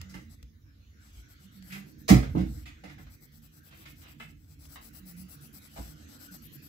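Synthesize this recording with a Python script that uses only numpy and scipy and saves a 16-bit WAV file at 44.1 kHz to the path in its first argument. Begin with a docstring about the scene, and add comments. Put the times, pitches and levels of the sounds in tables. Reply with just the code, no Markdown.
"""A coloured pencil shades paper in quick back-and-forth strokes, close to the left microphone of a pair:
clicks and noise ring three resonances and a pad, louder as the hand speeds up.
Further off in the room things clatter, bump and rub (grains through resonances); one falls with a heavy
thump and bounces (decaying low modes). Shaped noise makes hiss, a low rumble in the room's bass modes and
the shudder after the heavy thump; a wavering sine makes a hum that comes and goes."""
import sys
import numpy as np
from scipy import signal
from scipy.fft import rfft, irfft, next_fast_len
from scipy.io import wavfile
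from scipy.ndimage import uniform_filter1d

SR = 44100
rng = np.random.default_rng(int(sys.argv[2]) if len(sys.argv) > 2 else 0)


def ratio(d):
    """dB to gain"""
    e = np.asarray(d, float) / 20
    return 10 ** e


def waveform_to_disk(signal):
    """Save audio, clipped to [-1, 1], as 16-bit WAV at the path in sys.argv[1]."""
    frames = np.transpose(np.atleast_2d(signal))
    scaled = np.clip(frames, -1, 1) * 32767
    samples = np.round(scaled).astype(np.int16)
    wavfile.write(sys.argv[1], SR, samples)


N = 294588

# Left-right likeness of diffuse sound. Each row: frequency in Hz, correlation from -1 to 1.
LIKENESS = [(60, 0.97), (130, 0.99), (290, 0.79), (640, -0.31), (1410, -0.42), (3100, 0.096), (6820, 0.071),
            (15000, 0.18)]
# Stereo balance of diffuse sound. Each row: frequency in Hz, left minus right in dB.
BALANCE = [(60, -0.5), (110, -3), (200, -6), (380, -12), (700, -3.5), (1290, 6), (2380, -4.5), (4400, -1.5),
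           (8120, 0.5), (15000, 0)]


def evened(x):
    """Scales to rms 1."""
    return x / np.sqrt(np.mean(x ** 2) + 1e-20)


def read(points, hz):
    """Interpolates a (Hz, value) table on a log frequency axis."""
    f, value = np.transpose(points)
    return np.interp(np.log(hz + 1), np.log(f + 1), value)


def add(mix, start_s, sound):
    """Mixes a sound in at start_s, cut off at the end of the mix."""
    part = mix[..., max(round(start_s * SR), 0):][..., :sound.shape[-1]]
    part += sound[..., :part.shape[-1]]


def coloured(x, points):
    """Zero-phase filter by a (Hz, dB) table."""
    size = next_fast_len(x.shape[-1])
    gain = ratio(read(points, np.fft.rfftfreq(size, 1 / SR)))
    return irfft(rfft(x, size) * gain, size)[..., :x.shape[-1]]


def band(x, hz, pass_width_hz):
    """A resonance applied twice; the width is that of one pass."""
    b, a = signal.iirpeak(min(hz, SR / 2 - 10), hz / pass_width_hz, SR)
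    return signal.lfilter(b, a, signal.lfilter(b, a, x))


def grains(size, per_s, spread_db):
    """Random tiny clicks at rms 1; a spread above 0 makes a few large."""
    hit = rng.random(size) < per_s / SR
    big = np.minimum(rng.exponential(1, size), 5)
    return evened(hit * ratio(spread_db * big) * rng.standard_normal(size))


def diffuse(size, frame, level_db):
    """Noise at rms 1 as two microphones hear a diffuse field; level_db(hz, s) shapes it."""
    frames, hz = 4 * size // frame + 5, np.fft.rfftfreq(frame, 1 / SR)[:, None]
    a, b, c, d = rng.standard_normal((frames, len(hz), 4)).T
    left, other = a + 1j * b, c + 1j * d
    same = np.clip(read(LIKENESS, hz), -1, 1)
    right = same * left + np.sqrt(1 - same ** 2) * other
    lean = ratio(read(BALANCE, hz) / 2)
    z = np.array([left * lean, right / lean])
    z *= ratio(level_db(hz, np.arange(frames) * frame / 4 / SR))
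    return evened(signal.istft(z, nperseg=frame, noverlap=3 * frame // 4)[1][:, :size])


def room(sound):
    """Eight early single echoes over a diffuse tail whose bands die at their own speed."""
    # Each row: frequency in Hz, t60 in seconds.
    decay = [(50, 0.37), (130, 0.34), (350, 0.38), (920, 0.25), (2430, 0.35), (6400, 0.27)]
    tail = diffuse(SR // 2, 512, lambda hz, s: -60 * s / read(decay, hz))
    tail = tail * (1 - np.exp(-np.arange(SR // 2) / SR / 0.00072))
    at, size = rng.integers(0, 1200, 8), 4.1 * rng.standard_normal(8)
    tail[0, at] += size
    tail[1, at + 20] += size  # reaches the right microphone just after
    return signal.fftconvolve(sound[None], tail / np.linalg.norm(tail) * np.sqrt(2), axes=1)


def air():
    """Faint hiss in drifting patches; low rumble in the room's modes, with the shudder after the heavy thump."""
    # Hiss spectrum. Each row: frequency in Hz, relative density in dB per Hz.
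    hiss_colour = [(210, -23), (350, -5.5), (868, -14.5), (1490, 1.5), (1670, -1), (5430, -7.5), (6570, -5),
                   (7590, -15.5), (9340, -27), (10300, -23), (12000, -14), (13700, -19), (15800, -20)]
    # Swell of the hiss below 9500 Hz; the top stays even. Each row: time in seconds, relative level in dB.
    hiss_swell = [(0, 4.5), (.44, -7.5), (.55, -9.5), (1.1, 0.5), (2.75, -1.5), (3.4, -4.5), (4.1, -3.5),
                  (4.4, -11.5), (4.7, -0.5), (6.68, 4.5)]
    # Low mode bands. Each row: centre in Hz, -6 dB width in Hz, relative level in dB.
    low_bands = [(75.6, 54, 2), (146.6, 17, -2.5), (220.2, 54, -5), (293.2, 51, -6), (469, 47, -20.5)]
    # Level of rumble and of the shudder after the thump.
    # Each row: time in seconds, modes below 100 Hz in dB, upper modes in dB.
    low_levels = [(0.0, -52.5, -60.5), (0.2, -58, -58.5), (0.82, -61, -65.5), (1.28, -59.5, -63),
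                  (1.69, -64.5, -57.5), (2.14, -56.5, -49.5), (2.27, -38, -67), (2.36, -34, -35),
                  (2.64, -55.5, -58), (3.54, -65.5, -63), (3.96, -60, -57), (4.48, -58, -61),
                  (5.3, -62, -55.5), (5.62, -59, -57.5), (6.19, -58, -54.5), (6.68, -63, -54.5)]
    hiss_rms_db = -62

    def patches_db(hz, t, bins, rms_db):
        """Random level smoothed over frequency bins and 8 frames."""
        over_hz = uniform_filter1d(rng.standard_normal((len(hz), len(t))), bins, 0)
        return rms_db * evened(uniform_filter1d(over_hz, 8, 1))

    def hiss_db(hz, t):
        """Colour, swell and patches of the hiss."""
        swell_db = np.interp(t, *np.transpose(hiss_swell)) * (hz < 9500)
        return read(hiss_colour, hz) + swell_db + patches_db(hz, t, 20, 4.5)

    out = ratio(hiss_rms_db) * diffuse(N, 2048, hiss_db)
    s, low_db, high_db = np.transpose(low_levels)
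    for mode_hz, width_hz, db in low_bands:
        def mode_level_db(hz, t):
            """Resonance curve and patches of one mode."""
            curve_db = -20 * np.log10(1 + (2 * (hz - mode_hz) / width_hz) ** 2)
            return curve_db + patches_db(hz, t, 3, 3.5)
        drift_db = np.interp(np.arange(N) / SR, s, low_db if mode_hz < 100 else high_db)
        out += ratio(db + drift_db) * diffuse(N, 4096, mode_level_db)
    return out


def hum():
    """A low sine of randomly wavering pitch that swells and fades."""
    # Each row: start in seconds, length in seconds, frequency in Hz, level in dB.
    swells = [(0, 0.22, 190.5, -52), (1.42, 0.094, 193.6, -57), (1.54, 0.15, 187.5, -52),
              (1.67, 0.19, 188.3, -46), (4.99, 0.13, 186, -52), (5.08, .24, 179.2, -49),
              (6.29, 0.08, 186, -52.5)]
    waver_rms_hz, waver_smooth_s = 4.6, 0.059
    out = np.zeros((2, N))
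    smooth = uniform_filter1d(rng.standard_normal(N), round(waver_smooth_s * SR))
    waver_hz = waver_rms_hz * evened(smooth)
    for s, length_s, hz, db in swells:
        swell = signal.windows.tukey(round(length_s * SR), .7)
        now_hz = hz + waver_hz[round(s * SR):][:len(swell)]
        tone = np.sin(2 * np.pi * np.cumsum(now_hz) / SR)
        sides_db = db + read(BALANCE, hz) / 2 * np.array([[1], [-1]])
        add(out, s, np.sqrt(2) * ratio(sides_db) * swell * tone)
    return out


def clatter(rows, shape):
    """Clicks under shape(time / length) excite each event's own ring and shared modes, heard via the room."""
    # Shared modes. Each row: frequency in Hz, width of one pass in Hz, level in dB.
    modes = [(1240, 96, -12), (2052, 200, -2), (3030, 64, -22), (5000, 270, -4)]
    out = np.zeros((2, N))
    t = np.arange(SR // 5) / SR
    for s, energy_db, ring_hz, treble_db, low_db, length_s in rows:
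        rattle = grains(len(t), 3000, 6.55) * shape(t / length_s)
        body = [(250, low_db - 16), (700, low_db), (1500, 0.0), (4000, -5.0),
                (6000, treble_db + 1), (15000, treble_db - 8.5)]
        rattle = coloured(np.pad(rattle, (200, 0)), body)  # room for the filter's pre-ring
        rattle = rattle + 0.81 * band(rattle, ring_hz, 0.5 * ring_hz)
        rattle = rattle + sum(ratio(db) * band(rattle, hz, width_hz) for hz, width_hz, db in modes)
        add(out, s - 200 / SR, ratio(energy_db) * room(rattle / np.linalg.norm(rattle)))
    return out


def long_rattles():
    """Longer rattles and rubs, one a pencil stroke: the clicks rise, hold and stop."""
    # Each row: start in seconds, energy in dB, ring in Hz, treble in dB, length in seconds.
    rubs = [(0, -21.5, 1960, -28, 0.0082), (0.086, -20, 4480, 0, 0.023), (0.153, -29.5, 4450, 13, 0.072),
            (1.647, -21, 2700, -5, 0.13), (2.368, -12.5, 1940, -10, 0.045), (2.85, -17, 2020, -14.5, 0.049),
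            (3.65, -20.5, 3000, -11, 0.2), (4.014, -19.5, 2680, -24, 0.091)]
    low_mid_db = -4
    rows = [(*row[:-1], low_mid_db, row[-1]) for row in rubs]
    return clatter(rows, lambda u: np.clip(8 * u, .3, 1) * (u < 1))


def knocks():
    """Knocks: a brief rattle with a rounded rise and fall."""
    # Each row: start in seconds, energy in dB, ring in Hz, treble in dB, low-mid in dB.
    hits = [(0.137, -13.5, 1840, -7.5, 2.5), (1.696, -16.5, 1560, -22, -26), (1.719, -9, 2580, -9, -16),
            (1.746, -16, 1930, -14, 4), (2.0779, 5.5, 4700, -3, -6), (2.0883, 12.5, 2120, -5, 10),
            (2.2248, -10, 1620, -12, 7), (2.3501, -9.5, 680, -31, 14), (2.6535, -13.5, 2340, -10.5, -8),
            (2.8338, -15, 2050, -11, 7.5), (2.979, -22, 1690, -14, 4.5), (3.062, -26.5, 1720, -15, 0),
            (3.721, -24, 2220, -17, 0), (3.854, -16, 2420, -12, -8), (4.013, -24, 1200, -5, -8),
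            (4.196, -10.5, 2600, -18.5, -6.5), (4.753, -15.5, 1340, -19, 0.5), (5.7572, -11, 814, -8, 10.5)]
    rattle_s = 0.0094
    return clatter([(*row, rattle_s) for row in hits], lambda u: (1 - np.exp(-6 * u)) * np.exp(-u ** 2))


def thumps():
    """A soft blow rings the low modes, and a dull wash spreads through the room."""
    # Each row: start in seconds, level in dB, weight below 100 Hz in dB, factor on ring length.
    blows = [(0.014, -53, 9, 0.25), (0.142, -37.5, -3, 0.64), (0.423, -46.5, 17.5, 0.31),
             (1.168, -47.5, 17.5, 0.36), (1.859, -39.5, -8, 0.12), (2.105, -3, -5.5, 0.58),
             (2.153, -12.5, 0.5, 0.41), (2.35, -15.5, -26, 0.65), (2.384, -21, -1, 1),
             (2.833, -42.5, -6.5, 0.99), (2.973, -43.5, -3, 0.48), (3.05, -49, 15, 0.41),
             (5.781, -38, 11, 0.59)]
    # Floor and room modes. Each row: frequency in Hz, level in dB, t60 in seconds before that factor.
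    modes = [(58.4, -3, 0.64), (128, -8, 0.68), (187.1, 6.5, 0.26), (283.7, 4.5, 0.24), (321.3, 4.5, 0.28),
             (362, -12, 0.21), (487, -7, 0.32), (653, -14, .2)]
    blow_s, ring_db, wash_peak_db = 0.0034, -3.5, -3
    out, t = np.zeros((2, N)), np.arange(SR) / SR
    blow = np.hanning(round(blow_s * SR))
    for s, db, weight_db, lasting in blows:
        ring = np.zeros((2, SR))
        for hz, mode_db, t60_s in modes:
            # phase between the microphones
            apart = np.arccos(np.clip(read(LIKENESS, hz), -1, 1)) * np.array([[0], [1]])
            sides_db = read(BALANCE, hz) / 2 * np.array([[1], [-1]])
            level_db = mode_db + weight_db * (hz < 100) + sides_db
            ring += ratio(level_db - 60 * t / (t60_s * lasting)) * np.sin(2 * np.pi * hz * t + apart)
        ring *= 1 - np.exp(-t / 0.016)
        ring = signal.fftconvolve(ring, blow[None] / blow.sum(), axes=1)
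        dull = [(40, weight_db - 21.0), (80, weight_db), (125, -2), (250, -6),
                (400, -20.5), (900, -22.0), (2500, -54)]
        wash = room(coloured(np.pad([1.], 800), dull))  # impulse at sample 800
        add(out, s, ratio(db + ring_db) * ring)
        add(out, s - 800 / SR, ratio(db + wash_peak_db) * wash / abs(wash).max())
    return out


def pencil():
    """Paper fibres click under the tip; the hand speeds up and slows down in every stroke."""
    # Each row: start in seconds, length in seconds, upper ring in dB, middle ring in dB.
    strokes = [(0.292, 0.063, -59, -59.5), (0.999, 0.12, -64, -67.5), (1.119, 0.106, -60, -65.5),
               (1.282, 0.062, -55, -65), (1.39, 0.08, -59.5, -62.5), (1.512, 0.086, -58, -63.5),
               (1.624, 0.19, -50.5, -54.5), (1.853, 0.075, -57.5, -64), (1.978, 0.054, -54, -69),
               (2.285, 0.083, -63, -70), (2.449, 0.2, -55.5, -62), (2.91, 0.04, -65, -73),
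               (2.979, 0.069, -58, -69), (3.097, 0.066, -53.5, -60), (3.203, 0.063, -52, -62.5),
               (3.315, 0.078, -55.5, -64), (3.415, 0.063, -54.5, -63), (3.515, 0.086, -57, -60),
               (3.629, 0.072, -53.5, -62), (3.733, 0.117, -54, -60), (3.867, 0.062, -52.5, -59),
               (3.955, 0.094, -54.5, -60.5), (4.071, 0.066, -53.5, -64.5), (4.179, 0.09, -59, -66),
               (4.276, 0.046, -61, -69), (4.35, 0.14, -67, -80), (4.476, 0.074, -58.5, -64.5),
               (4.588, 0.091, -55, -55.5), (4.685, 0.089, -49, -52.0), (4.807, 0.087, -49, -50.5),
               (4.927, 0.074, -46.5, -50.5), (5.051, 0.076, -46, -49.5), (5.162, 0.073, -48.5, -47),
               (5.281, 0.08, -48, -47), (5.403, 0.077, -51.5, -49.5), (5.525, 0.068, -46, -49.5),
               (5.612, 0.071, -54.5, -51.5), (5.691, 0.25, -50, -56), (5.953, 0.11, -61, -68),
               (6.071, 0.11, -52, -62), (6.187, 0.09, -45.5, -59.5), (6.308, 0.066, -43, -57),
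               (6.418, 0.057, -44, -74), (6.516, 0.055, -44.5, -66), (6.618, 0.061, -45.5, -62)]
    # Dull scrape, then body of the pad. Each row: frequency in Hz, width of one pass in Hz, level in dB.
    dull_parts = [(4810, 3940, 0.5), (1100, 4400, -4)]
    # Rings by the tip's place on the pad. Each row: time in seconds, upper ring in Hz,
    # lower rings in dB over the mean of upper and middle.
    place = [(.3, 12900, -0.5), (1.1, 13100, 2), (1.7, 13000, -6.5), (2.5, 13400, 0.5), (3.1, 14000, -3),
             (3.799, 13800, -5), (4.3, 14100, 2.5), (4.7, 14500, -5), (5.1, 14900, -8),
             (5.499, 13900, -7.5), (5.85, 12900, 4.5), (6.15, 12600, 1), (6.68, 12600, -6.5)]
    # The tip touches down. Each row: start in seconds, level in dB.
    touches = [(0.0145, -33), (0.428, -43), (1.6248, -46), (4.445, -59), (4.654, -42)]
    lower_ring, middle_ring = (7600, 900, 0), (10800, 1400, 0)  # Hz, width of one pass in Hz, dB
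    upper_width_hz = 2800  # one pass
    fastest_at = 0.6  # share of the stroke done when the hand is fastest
    tap_t60_s, right_lag_s = .018, .0015
    right_direct_db, right_scatter_db, room_db = -16.5, -17.5, -14  # right levels ahead of its colouring

    # row 0 reaches the left microphone, row 1 is scattered
    fibres = np.array([grains(N + SR, per_s=12000, spread_db=0), rng.standard_normal(N + SR)])
    lower, middle, scrape, pad = [ratio(db) * evened(band(fibres, hz, width_hz))
                                  for hz, width_hz, db in [lower_ring, middle_ring, *dull_parts]]
    low_parts = lower + scrape + pad
    out = np.zeros((2, N))
    place_s, upper_hz, duller_db = np.transpose(place)
    for s, length_s, upper_db, middle_db in strokes:
        u = np.arange(0, 1, 1 / (length_s * SR))
        speed = np.sin(np.pi * u ** (np.log(.5) / np.log(fastest_at))) ** 0.46
        now = slice(round(s * SR), round(s * SR) + len(u))
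        upper = evened(band(fibres[:, now], np.interp(s, place_s, upper_hz), upper_width_hz))
        lower_db = np.interp(s, place_s, duller_db) + (upper_db + middle_db) / 2
        sound = ratio(upper_db) * upper - ratio(middle_db) * middle[:, now]
        sound = sound + ratio(lower_db) * low_parts[:, now]
        add(out, s, speed * sound)
    t = np.arange(SR // 20) / SR
    for s, db in touches:
        tap = coloured(rng.standard_normal((2, len(t))), [(800, -3.5), (4000, 5), (15000, -2.0)])
        add(out, s, ratio(db - 60 * t / tap_t60_s) * tap)
    near, scattered = out
    far = ratio(right_direct_db) * np.roll(near, round(right_lag_s * SR)) + ratio(right_scatter_db) * scattered
    far = coloured(far, [(3000, 10.5), (7000, 8), (11000, 1), (13000, -2), (15500, 0)])
    return np.array([near, far]) + ratio(room_db) * room(scattered)[:, :N]


def scene():
    """All sources at the two microphones."""
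    return air() + hum() + long_rattles() + knocks() + thumps() + pencil()


def low_pass(x):
    """Removes everything above the highest recorded frequency."""
    return signal.sosfilt(signal.butter(12, 16290, fs=SR, output="sos"), x)


def record(dry):
    """Response of the microphones, applied to the whole mix."""
    # Bass cut, port notch and top edge. Each row: frequency in Hz, gain in dB.
    response = [(25, -18), (45, 2.5), (8100, -4), (8900, -11.5), (9700, -5), (10200, -7), (15700, -2.5),
                (15950, -28)]
    return low_pass(coloured(dry, response))


dry = scene()
out = record(dry)
waveform_to_disk(out)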